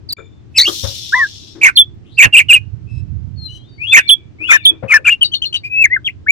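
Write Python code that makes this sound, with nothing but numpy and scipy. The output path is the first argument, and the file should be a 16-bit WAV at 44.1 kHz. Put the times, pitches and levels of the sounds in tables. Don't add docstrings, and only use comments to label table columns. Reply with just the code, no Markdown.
import sys
import numpy as np
from scipy import signal
from scipy.io import wavfile
from scipy.ndimage import uniform_filter1d

SR = 44100
rng = np.random.default_rng(int(sys.argv[2]) if len(sys.argv) > 2 else 0)


def transcribe(u):
    v = np.clip(np.atleast_2d(u).T, -1, 1)
    q = np.round(v * 32767).astype(np.int16)
    wavfile.write(sys.argv[1], SR, q)


def boost(x):
    u = np.asarray(x, float) / 20
    return 10 ** u


N = 278271
LEAD_S = .002


def read(points, hz):
    f, value = np.transpose(points)
    return np.interp(np.log(hz + 1), np.log(f + 1), value)


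def evened(x):
    return x / np.sqrt(np.mean(x ** 2, -1, keepdims=True) + 1e-20)


def add(mix, start_s, sound, pan_db):
    part = mix[:, round(start_s * SR):][:, :sound.shape[-1]]
    ports = sound * boost(np.array([[pan_db], [-pan_db]]) / 2)
    part += ports[:, :part.shape[1]] / np.sqrt(np.cosh(pan_db * np.log(10) / 20))


def wobble(shape, hz):
    low_pass = signal.butter(4, hz, fs=SR, output="sos")
    return evened(signal.sosfilt(low_pass, rng.standard_normal(shape)))


def noise(spectrum, patchy_db):
    hz = np.fft.rfftfreq(2048, 1 / SR)
    a, b, patches = rng.standard_normal((N // 512 + 5, 1025, 2, 3)).T
    patches = uniform_filter1d(patches, size=12, axis=1)
    patches = evened(uniform_filter1d(patches, size=5, axis=2))
    z = (a + 1j * b) * boost(read(spectrum, hz)[:, None] + patchy_db * patches)
    return evened(signal.istft(z, nperseg=2048, noverlap=1536)[1][:, :N])


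def held(table, s):
    return [row for row in table if row[0] <= s][-1][1:]


def sung(voices, rows):
    if rows is None:
        return [np.array(voice) for voice in voices]
    return [np.array(voice) * [1, ratio, 1] + [beat, 0, db]
            for beat, ratio, *strengths in rows for voice, db in zip(voices, strengths)]


def town_hum():
    # pitch_hz, level_db (per Hz)
    hum = [(150, -11), (330, -5), (500, -20.5), (1000, -28), (3000, -34.5), (6000, -41.5), (8300, -50),
           (9500, -75.5)]
    return boost(-47.5) * noise(hum, 0.67)


def wind():
    # time_s, left_db, right_db
    gusts = [(0, -37.5, -45), (1.8, -43.5, -40), (1.95, -41.5, -30), (2.2, -46, -38.5), (2.5, -57, -23.5),
             (2.8, -45, -29), (2.951, -40, -18), (3.45, -53, -24), (3.52, -45, -35.5), (4.1, -45, -38.5),
             (5.4, -40, -40.5), (6.31, -39.5, -35.5)]
    # pitch_hz, level_db
    rumble = [(25, -38.5), (60, -12), (100, 6), (140, -8.5), (250, -22.5), (500, -69), (3000, -110)]
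    s, *ports_db = np.transpose(gusts)
    t = np.arange(N) / SR
    level_db = np.array([np.interp(t, s, port) for port in ports_db])
    return noise(rumble, 1.8) * boost(level_db + 1.8 * wobble((2, N), 40))


def balcony(x, early_db, tail_db, tail_t60):
    t = np.arange(SR // 2) / SR
    signs = rng.choice([-1., 1.], (2, len(t)))
    taps = signs * (rng.random((2, len(t))) < .05) * (t > .002)
    early = taps * boost(-60 * t / .05)
    tail = taps * boost(-60 * t / tail_t60)
    echo = boost(early_db) * early / np.linalg.norm(early[0])
    echo = echo + boost(tail_db) * tail / np.linalg.norm(tail[0])
    return signal.fftconvolve(x, echo, axes=1)[:, :N]


def wood_knocks():
    # start_s, peak_db, pitch_hz, t60_s,
    # left_minus_right_db
    knocks = [(0.179, -32, 1340, 0.085, 33), (.183, -35, 449, 0.17, 27), (0.673, -23, 1218, .11, 32),
              (0.673, -21.5, 345.3, 0.18, 40), (0.676, -28, 582, 0.093, 31), (.833, -19, 98.8, 0.21, 32.5),
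              (.835, -25.5, 550, 0.2, 36), (0.839, -40, 1190, 0.094, 19), (1.549, -38, 332.2, 0.39, 9),
              (2.253, -8, 107.2, 0.084, -33), (4.399, -38.5, 313, 0.39, 19), (4.703, -32.5, 321, 0.23, 24),
              (4.825, -21.5, 534.7, 0.15, 28), (4.829, -21.5, 123.4, .12, 19.5),
              (4.985, -38, 518.7, 0.16, 29)]
    out, t = np.zeros((2, N)), np.arange(SR // 2) / SR
    for s, db, hz, t60, pan_db in knocks:
        wide = 1.127 + 50 / hz
        band = signal.butter(2, [hz / wide, hz * wide], "bandpass", fs=SR, output="sos")
        thud = evened(signal.sosfilt(band, rng.standard_normal(len(t))))
        thud = thud + 0.31 * wobble(len(t), 1800)
        thud += 1.8 * np.sin(2 * np.pi * hz * t)
        attack = 1 - np.exp(-t / 0.0083)
        add(out, s, boost(db + 2.5 - 60 * t / t60) * thud * attack, pan_db)
    return out


def ringing_wire():
    # pitch_hz, level_db, t60_s
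    modes = [
        (2350, -36, 0.23),
        (3550, -45, 0.55),
        (7070, -58, .5),
    ]
    out, t = np.zeros((2, N)), np.arange(SR // 2) / SR
    for hz, db, t60 in modes:
        ring = boost(db - 60 * t / t60) * np.sin(2 * np.pi * hz * t)
        rattle = 1 + 1.15 * wobble(len(t), 68)
        attack = 1 - np.exp(-t * 2400000.0 / hz)
        add(out, .168, ring * rattle * attack, 6)
    return out


def clicks():
    # start_s, peak_db
    ticks = [
        (0.1254, -5),
        (0.132, -2),
        (0.1646, -50),
        (1.945, -53),
        (1.955, -56),
        (3.441, -59.5),
        (4.838, -45.5),
    ]
    out = np.zeros((2, N))
    for s, db in ticks:
        add(out, s, boost(db) * np.array([1., -1, .3]), 8)
    return out


def wire_buzz():
    # pitch_hz, width_hz, level_db
    resonances = [
        (3550, 330, -2),
        (4150, 350, -7),
        (5500, 520, -5),
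        (4900, 2600, -12),
        (6600, 670, -14),
        (9490, 5100, -25),
        (12200, 5700, -16.5),
    ]
    hz = np.geomspace(1500, 16000, num=400)
    power = sum(boost(db) ** 2 / (1 + (2 * (hz - f) / width) ** 2) for f, width, db in resonances)
    wires_db = 10 * np.log10(power) - 24 * (hz < 3000) * np.log2(3000 / hz)

    landing_s, rise_s, hold_s, still_s = .56, 0.12, .2, .94
    t = np.arange(N) / SR - landing_s
    rise_db = -40 * np.maximum(1 - t / rise_s, 0)
    sag_db = 24 * np.maximum(t - rise_s - hold_s, 0)
    stop_db = 69 * np.maximum(t - still_s, 0)
    shake_db = np.maximum(-24.5 + rise_db - sag_db - stop_db, -200)
    shake = boost(shake_db + 1.2 * wobble(N, 110))

    buzz = noise(np.c_[hz, wires_db], 2.5)
    dull = signal.sosfiltfilt(signal.butter(3, 7000, fs=SR, output="sos"), buzz)
    buzz = dull + (buzz - dull) * boost(-24 * np.maximum(t, 0))
    return buzz * shake * boost(np.array([[3.], [-3.5]]))


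def cage():
    return wood_knocks() + ringing_wire() + clicks() + wire_buzz()


def whistle(rows, lag_ms, rough, second_db, beak_db=26, third_db=-70):
    # multiple, level_db
    overtones = [(3, -62), (4, -60), (5, -62), (6, -54)]
    s, hz, level_db = np.transpose(rows)
    t = np.arange(s[0] - LEAD_S, s[-1] + LEAD_S, 1 / SR)
    pitch = uniform_filter1d(np.interp(t, s, hz), size=60)
    pitch = pitch + 1200 * rough ** 2 * wobble(len(t), 200)
    turns = np.cumsum(pitch) / SR
    turns = np.array([np.interp(t - lag_ms / 1000, t, turns), turns])

    tone = np.sin(2 * np.pi * turns)
    tone += boost(second_db) * np.sin(4 * np.pi * turns)
    tone += boost(third_db) * np.sin(3 * 2 * np.pi * turns)
    for multiple, db in overtones:
        beak = beak_db * np.exp(-((multiple * pitch - 14500) / 2300) ** 2)
        strength = boost(db - 50 * rough + beak) * (multiple * pitch < 16e3)
        tone += strength * np.sin(2 * np.pi * round(multiple) * turns)
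    tone += boost(-15.5) * rough * wobble((2, len(t)), 9500)

    flutter = 1 + rough * wobble(len(t), 450)
    swell = np.interp(t, s, boost(level_db / 2)) ** 2
    fade = signal.windows.tukey(len(t), min(.008 * SR / len(t), 1))
    return tone * flutter * swell * fade


def neighbour_whistles():
    # time_s (from the beat), pitch_hz, level_db
    glide = [
        [(-.09, 2174, -46), (-.034, 2646, -16), (0, 3038, -26.5)],
        [(0, 3250, -24), (.04, 3550, -16), (.075, 3618, -20)],
        [(.095, 2980, -27.5), (.15, 2267, -29.5), (.21, 2350, -26), (.255, 2546, -39)],
    ]
    # beat_s, pitch_ratio, strength_db of each part
    glide_beats = [
        (3.87, .99, -.1, 4.5, -1.5),
        (4.475, 1.01, 0.12, -1.5, -6),
    ]
    # time_s, pitch_hz, level_db
    strays = [
        [(2.05, 2510, -56), (2.175, 4530, -47.5)],
        [(3.36, 4406, -55.5), (3.466, 4080, -26), (3.508, 4004, -44), (3.6, 3940, -50.5)],
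        [(3.69, 4637, -53), (3.72, 4590, -54), (3.86, 4425, -62.5)],
        [(3.5, 3054, -67), (3.56, 3180, -45.5), (3.66, 3246, -54.5)],
        [(3.64, 3500, -56.5), (3.68, 3656, -52.5), (3.76, 3734, -62)],
    ]
    out = np.zeros((2, N))
    for rows in sung(glide, glide_beats) + strays:
        s, hz = rows[0][0], rows[0][1]
        rough = .05 if s > 3 else .5
        third_db = -38 if hz > 4e3 else -70
        add(out, s - LEAD_S, whistle(rows, -.26, rough, -41.0, 0, third_db), 9)
    return out


def neighbour_squeaks():
    # start_s, end_s, pulse_rate_hz, strongest_multiple, level_db
    squeaks = [
        (2.862, 3.022, 654, 4, -45.5),
        (3.471, 3.592, 598.5, 5, -38),
    ]
    out = np.zeros((2, N))
    for start, end, hz, top, db in squeaks:
        top = round(top)
        t = np.arange(0, end - start, 1 / SR)
        bend = 1 - 0.0412 * np.exp(-t / 0.021) - 0.016 * (t / t[-1]) ** 8
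        turns = np.cumsum(hz * bend * (1 + 0.005 * wobble(len(t), 60))) / SR
        upper = np.zeros(len(t))
        for k in range(1, 16):
            level_db = -17.0 + 9.0 * (k % top == 0) - 1.6 * k + 3.0 * rng.standard_normal()
            upper += boost(level_db) * np.sin(2 * np.pi * (top + k) * turns)
        stack = np.sin(2 * np.pi * top * turns) + upper * t / t[-1]
        swell = signal.windows.tukey(len(t), .4) * (1 + 0.28 * wobble(len(t), 117.8))
        add(out, start, boost(db) * stack * swell, 10)
    return out


def repeated_syllables():
    # beat_s, pitch_ratio, strength_db of each curve
    churr = [
        [(-.05, 2434, -28), (-.045, 2704, -17.5), (-.03, 2552, 3.5), (-.017, 2103, 2), (-.01, 2314, 5.5),
         (0, 2386, 4)],
        [(0, 2571, 2), (.035, 2596, -9.5), (.055, 2540, -31)],
        [(.001, 1691, -6), (.005, 1954, 2.5), (.022, 1852, 2), (.043, 1497, -27)],
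    ]
    churr_beats = [
        (2.223, 1.023, -0.17, 2.2, 0.16),
        (3.965, 0.99, 1, 0.02, 1),
    ]
    chew = [
        [(2.325, 2852, -28), (2.337, 2800, -9), (2.347, 2714, -2.5), (2.355, 2416, -5.5), (2.359, 2410, -6.5),
         (2.365, 2640, -12)],
        [(2.365, 2747, -5), (2.385, 2790, -2.5), (2.389, 2730, -2.5), (2.397, 2351, -11), (2.403, 2285, -10.5),
         (2.428, 2483, -37.5)],
        [(2.485, 2903, -27.5), (2.495, 2890, -14.5), (2.503, 2792, -7), (2.515, 2480, -5), (2.527, 2478, -10.5)],
        [(2.527, 2687, -13), (2.535, 2835, -0.5), (2.545, 2852, 0), (2.557, 2573, -15.5), (2.561, 2547, -8.5),
         (2.573, 2526, -20.5), (2.59, 2528, -45.5)],
    ]
    chew_beats = [
        (0.00072, 0.99, 7.6, 8.6, 11, 8.2),
    ]
    chatter = [
        [(1.612, 2350, -32.5), (1.616, 2600, -18.5), (1.622, 2800, -17.5), (1.629, 2450, -18),
         (1.634, 2400, -5.5), (1.641, 2250, -2), (1.646, 2550, -2.5), (1.654, 2300, -6.5), (1.662, 2350, -5)],
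        [(1.662, 2324, -10.5), (1.668, 2282, -16), (1.676, 2469, -13.5), (1.698, 2431, -22.5),
         (1.71, 2517, -41.5), (1.72, 2404, -43)],
        [(1.66, 2178, -15.5), (1.67, 2173, -4.5), (1.68, 1900, -17.5), (1.682, 1922, -14), (1.694, 1483, -17),
         (1.706, 1490, -38)],
    ]
    chatter_beats = [
        (0.00032, 0.96, 7, 6, 8.9),
    ]
    slide = [
        [(-.055, 2587, -27), (-.035, 2556, -15), (-.022, 2413, -3), (-.012, 2057, 1.5), (0, 2420, -4.5)],
        [(0, 1758, -11), (.008, 1831, 3), (.034, 1720, -3), (.048, 1453, -32.5)],
        [(0, 2393, -4), (.05, 2580, -26)],
    ]
    slide_beats = [
        (4.529, 1.01, 3, -1.2, 0.5),
        (4.936, .99, -2, -0.054, -4),
    ]
    alarm = [
        [(.561, 5150, -33.5), (.572, 5300, -22), (.578, 5150, -6), (.583, 4600, -3), (.588, 3750, -0.5),
         (.593, 3950, 1), (.597, 4450, -6.5), (.601, 3850, 1), (.604, 3700, -12)],
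        [(.604, 3750, -10), (.61, 4000, -2), (.613, 4300, -9.5), (.616, 4650, 1), (.619, 4350, -9.5),
         (.623, 4050, -3), (.629, 4050, -22)],
        [(.63, 4350, -24.5), (.634, 4470, -5), (.638, 4430, -26), (.641, 4650, -15), (.646, 4550, -11),
         (.652, 4450, -14), (.655, 4350, -26.5)],
    ]
    alarm_partials = [
        (0, 1, 1.5, 1.5, 0),
        (0, 1.5, -9, -15.5, -22),
        (0, 2, -22, -24, -26),
    ]
    rasp = [
        [(-.004, 4190, -20), (.004, 4275, -14.5), (.02, 4400, -21), (.032, 4300, -34), (.065, 4270, -46)],
        [(0, 3700, -23.5), (.006, 3750, -16), (.025, 3650, -30), (.045, 3566, -50)],
    ]
    rasp_beats = [
        (5.245, 1.04, 3.5, 4.5),
        (5.346, .995, 0.5, 2.5),
        (5.456, .98, 0, -9),
        (5.562, 1.04, -12.5, -5),
    ]
    tseep = [
        [(-.019, 4287, -42.5), (-.008, 4410, -12), (-.002, 4000, -23.5)],
        [(-.005, 3727, -26.5), (.001, 3500, 8), (.008, 3064, 1), (.014, 3500, 1.5)],
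        [(.013, 3611, 2), (.022, 3500, 7.5), (.044, 3430, 2.5), (.054, 3380, -17), (.075, 3290, -44.5)],
    ]
    tseep_beats = [
        (1.774, 1, 4.5, -.1, -1),
        (4.094, 0.98, -2.2, 1.5, -1.5),
        (4.656, .99, -15.5, 1.8, -5),
    ]
    under = [
        [(-.042, 1449, -25), (-.018, 1349, -21), (.002, 1650, -7.5)],
    ]
    under_beats = [
        (4.53, .98, 6),
        (4.938, .92, -6),
        (5.093, 1.05, -2),
        (1.667, 0.71, -3.5),
        (2.535, 1.08, -2),
        (2.22, 1.1, -10),
    ]
    return [(churr, churr_beats, (.18, .34, .28), -46), (chew, chew_beats, (.12, .3, .14, .2), -42.5),
            (chatter, chatter_beats, (.28, .35, .3), -46), (slide, slide_beats, (.22, .14, .32), -45),
            (alarm, alarm_partials, (.22, .14, .06), -42), (rasp, rasp_beats, .17, -52),
            (tseep, tseep_beats, (.15, .08, .04), -40.5), (under, under_beats, .25, -44.5)]


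def single_syllables():
    # time_s, pitch_hz, level_db
    tsit = [
        [(.088, 4570, -35), (.093, 4630, -20), (.115, 3860, -20), (.119, 4150, -38)],
        [(.12, 4700, -33.5), (.129, 4640, -11), (.138, 4400, -32)],
    ]
    alarm_low = [
        [(0.54, 2601, -68), (0.572, 2607, -13), (0.578, 2590, -18.5), (0.586, 2170, -10), (0.592, 2170, -18),
         (0.6, 2220, -24)],
        [(0.6, 2060, -8), (0.608, 1907, -20), (0.614, 1890, -31), (0.624, 2005, -17), (0.63, 2280, -24),
         (0.65, 2260, -20), (0.654, 2440, -30)],
    ]
    twirl = [
        [(.653, 2750, -31), (.656, 2820, -7), (.664, 2780, -11), (.669, 3300, -6), (.675, 2800, -13),
         (.681, 3230, -9), (.688, 3330, -9.5), (.694, 3050, -19), (.706, 3500, -30)],
    ]
    arch = [
        [(1.122, 1400, -32), (1.137, 1650, -2), (1.151, 1934, -7.5), (1.168, 2066, -12.5), (1.226, 1795, -6),
         (1.256, 1570, -14), (1.28, 1720, -60)],
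        [(1.14, 1109, -27), (1.155, 965, -16), (1.197, 1078, -18.5), (1.245, 1110, -48)],
    ]
    chew_low = [
        [(2.39, 2470, 3.5), (2.396, 2405, -0.5), (2.42, 2225, -24.5)],
    ]
    turn = [
        [(5.045, 2397, -27), (5.06, 2817, -8.5), (5.084, 2241, 1), (5.092, 2500, -9)],
        [(5.092, 2350, 0), (5.109, 2897, -12.5), (5.127, 2796, -2.5), (5.141, 2747, -16.5), (5.158, 2930, -37)],
    ]
    peep = [
        [(5.21, 2943, -30.5), (5.22, 3128, -2), (5.233, 2922, 2), (5.24, 2770, -16), (5.25, 3054, -33)],
    ]
    chip = [
        [(5.316, 2850, -36), (5.322, 3150, -22), (5.333, 3250, -22), (5.341, 2950, -5.5), (5.347, 2850, -18),
         (5.351, 3250, -16.5), (5.358, 3100, -24.5), (5.375, 3100, -36)],
        [(5.418, 2800, -32.5), (5.424, 3050, -6.5), (5.431, 3250, -21), (5.44, 3100, -13), (5.445, 2800, -11),
         (5.448, 2800, -27.5), (5.453, 2950, -16.5), (5.458, 2950, -30.5)],
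        [(5.526, 2850, -29), (5.531, 2950, -16), (5.537, 3150, -30.5), (5.544, 3100, -10.5), (5.55, 2950, -12),
         (5.559, 2850, -11.5), (5.57, 2900, -21), (5.585, 2850, -40.5)],
    ]
    grace = [
        [(5.635, 2275, -33.5), (5.652, 2483, -18.5), (5.682, 2412, -27), (5.692, 2445, -50)],
    ]
    long = [
        [(5.695, 2498, -37.5), (5.738, 2544, -13.5), (5.806, 2638, -5), (5.827, 2594, -1), (5.835, 2436, -13)],
        [(5.9, 1820, -32), (5.934, 2070, -4), (5.96, 2098, -19.5), (5.966, 1667, -5.5), (5.98, 1313, -51.5)],
        [(6.264, 1398, -29), (6.274, 1775, -13.5), (6.281, 1900, -39)],
        [(6.279, 2050, -31), (6.288, 2228, -2.5), (6.309, 2350, 1.5)],
    ]
    drop = [
        [(5.835, 2540, -16.5), (5.844, 2320, 1.5), (5.857, 2044, -1.4), (5.864, 1618, -19.5),
         (5.878, 2130, -30)],
        [(6.045, 3333, -27), (6.062, 3390, -15.5), (6.075, 2931, -8.5), (6.089, 1950, -18), (6.11, 2910, -35)],
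    ]
    return [(tsit, None, .2, -30), (alarm_low, None, .2, -50), (twirl, None, .08, -20),
            (arch, None, .04, -42.5), (chew_low, None, .25, -42), (turn, None, (.2, .14), -43),
            (peep, None, .047, -52), (chip, None, (.08, .1, .3), -24), (grace, None, .14, -25.5),
            (long, None, .0069, -49), (drop, None, .098, -51)]


def singer():
    # time_s, left_minus_right_db
    facing = [(0, 0.7), (.55, 1.5), (.65, 0), (1.1, 2), (1.6, -4), (4.07, -10), (4.47, 5.5), (4.62, -6),
              (4.87, 4), (5.2, 6.5), (5.63, 3.5)]
    # time_s, lag_ms
    hops = [
        (0, -.07),
        (.5, -.02),
        (1.1, .07),
        (1.6, .35),
        (4.47, .19),
        (4.62, .45),
        (4.87, .07),
        (5.04, -.01),
        (5.2, -.12),
    ]
    out = np.zeros((2, N))
    for voices, beats, roughs, second_db in repeated_syllables() + single_syllables():
        notes = sung(voices, beats)
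        for note, rough in zip(notes, np.resize(roughs, len(notes))):
            s = note[0, 0]
            add(out, s - LEAD_S, whistle(note, *held(hops, s), rough, second_db), *held(facing, s))
    return out


def scene():
    song = singer()
    others = neighbour_whistles() + neighbour_squeaks()
    echoes = balcony(song, -12, -33.5, 0.23) + balcony(others, -5, -14, .5)
    return town_hum() + wind() + cage() + others + song + echoes


def roll_off(x):
    return signal.sosfilt(signal.butter(12, 15420, fs=SR, output="sos"), x)


def record(dry):
    # start_s, end_s
    dropout = (.137, .166)
    t = np.arange(N) / SR
    gain = np.where((t > dropout[0]) & (t < dropout[1]), .08, 1.)
    heard = dry * uniform_filter1d(gain, size=40)
    return roll_off(np.clip(heard, -1, 1))


dry = scene()
out = record(dry)
transcribe(out)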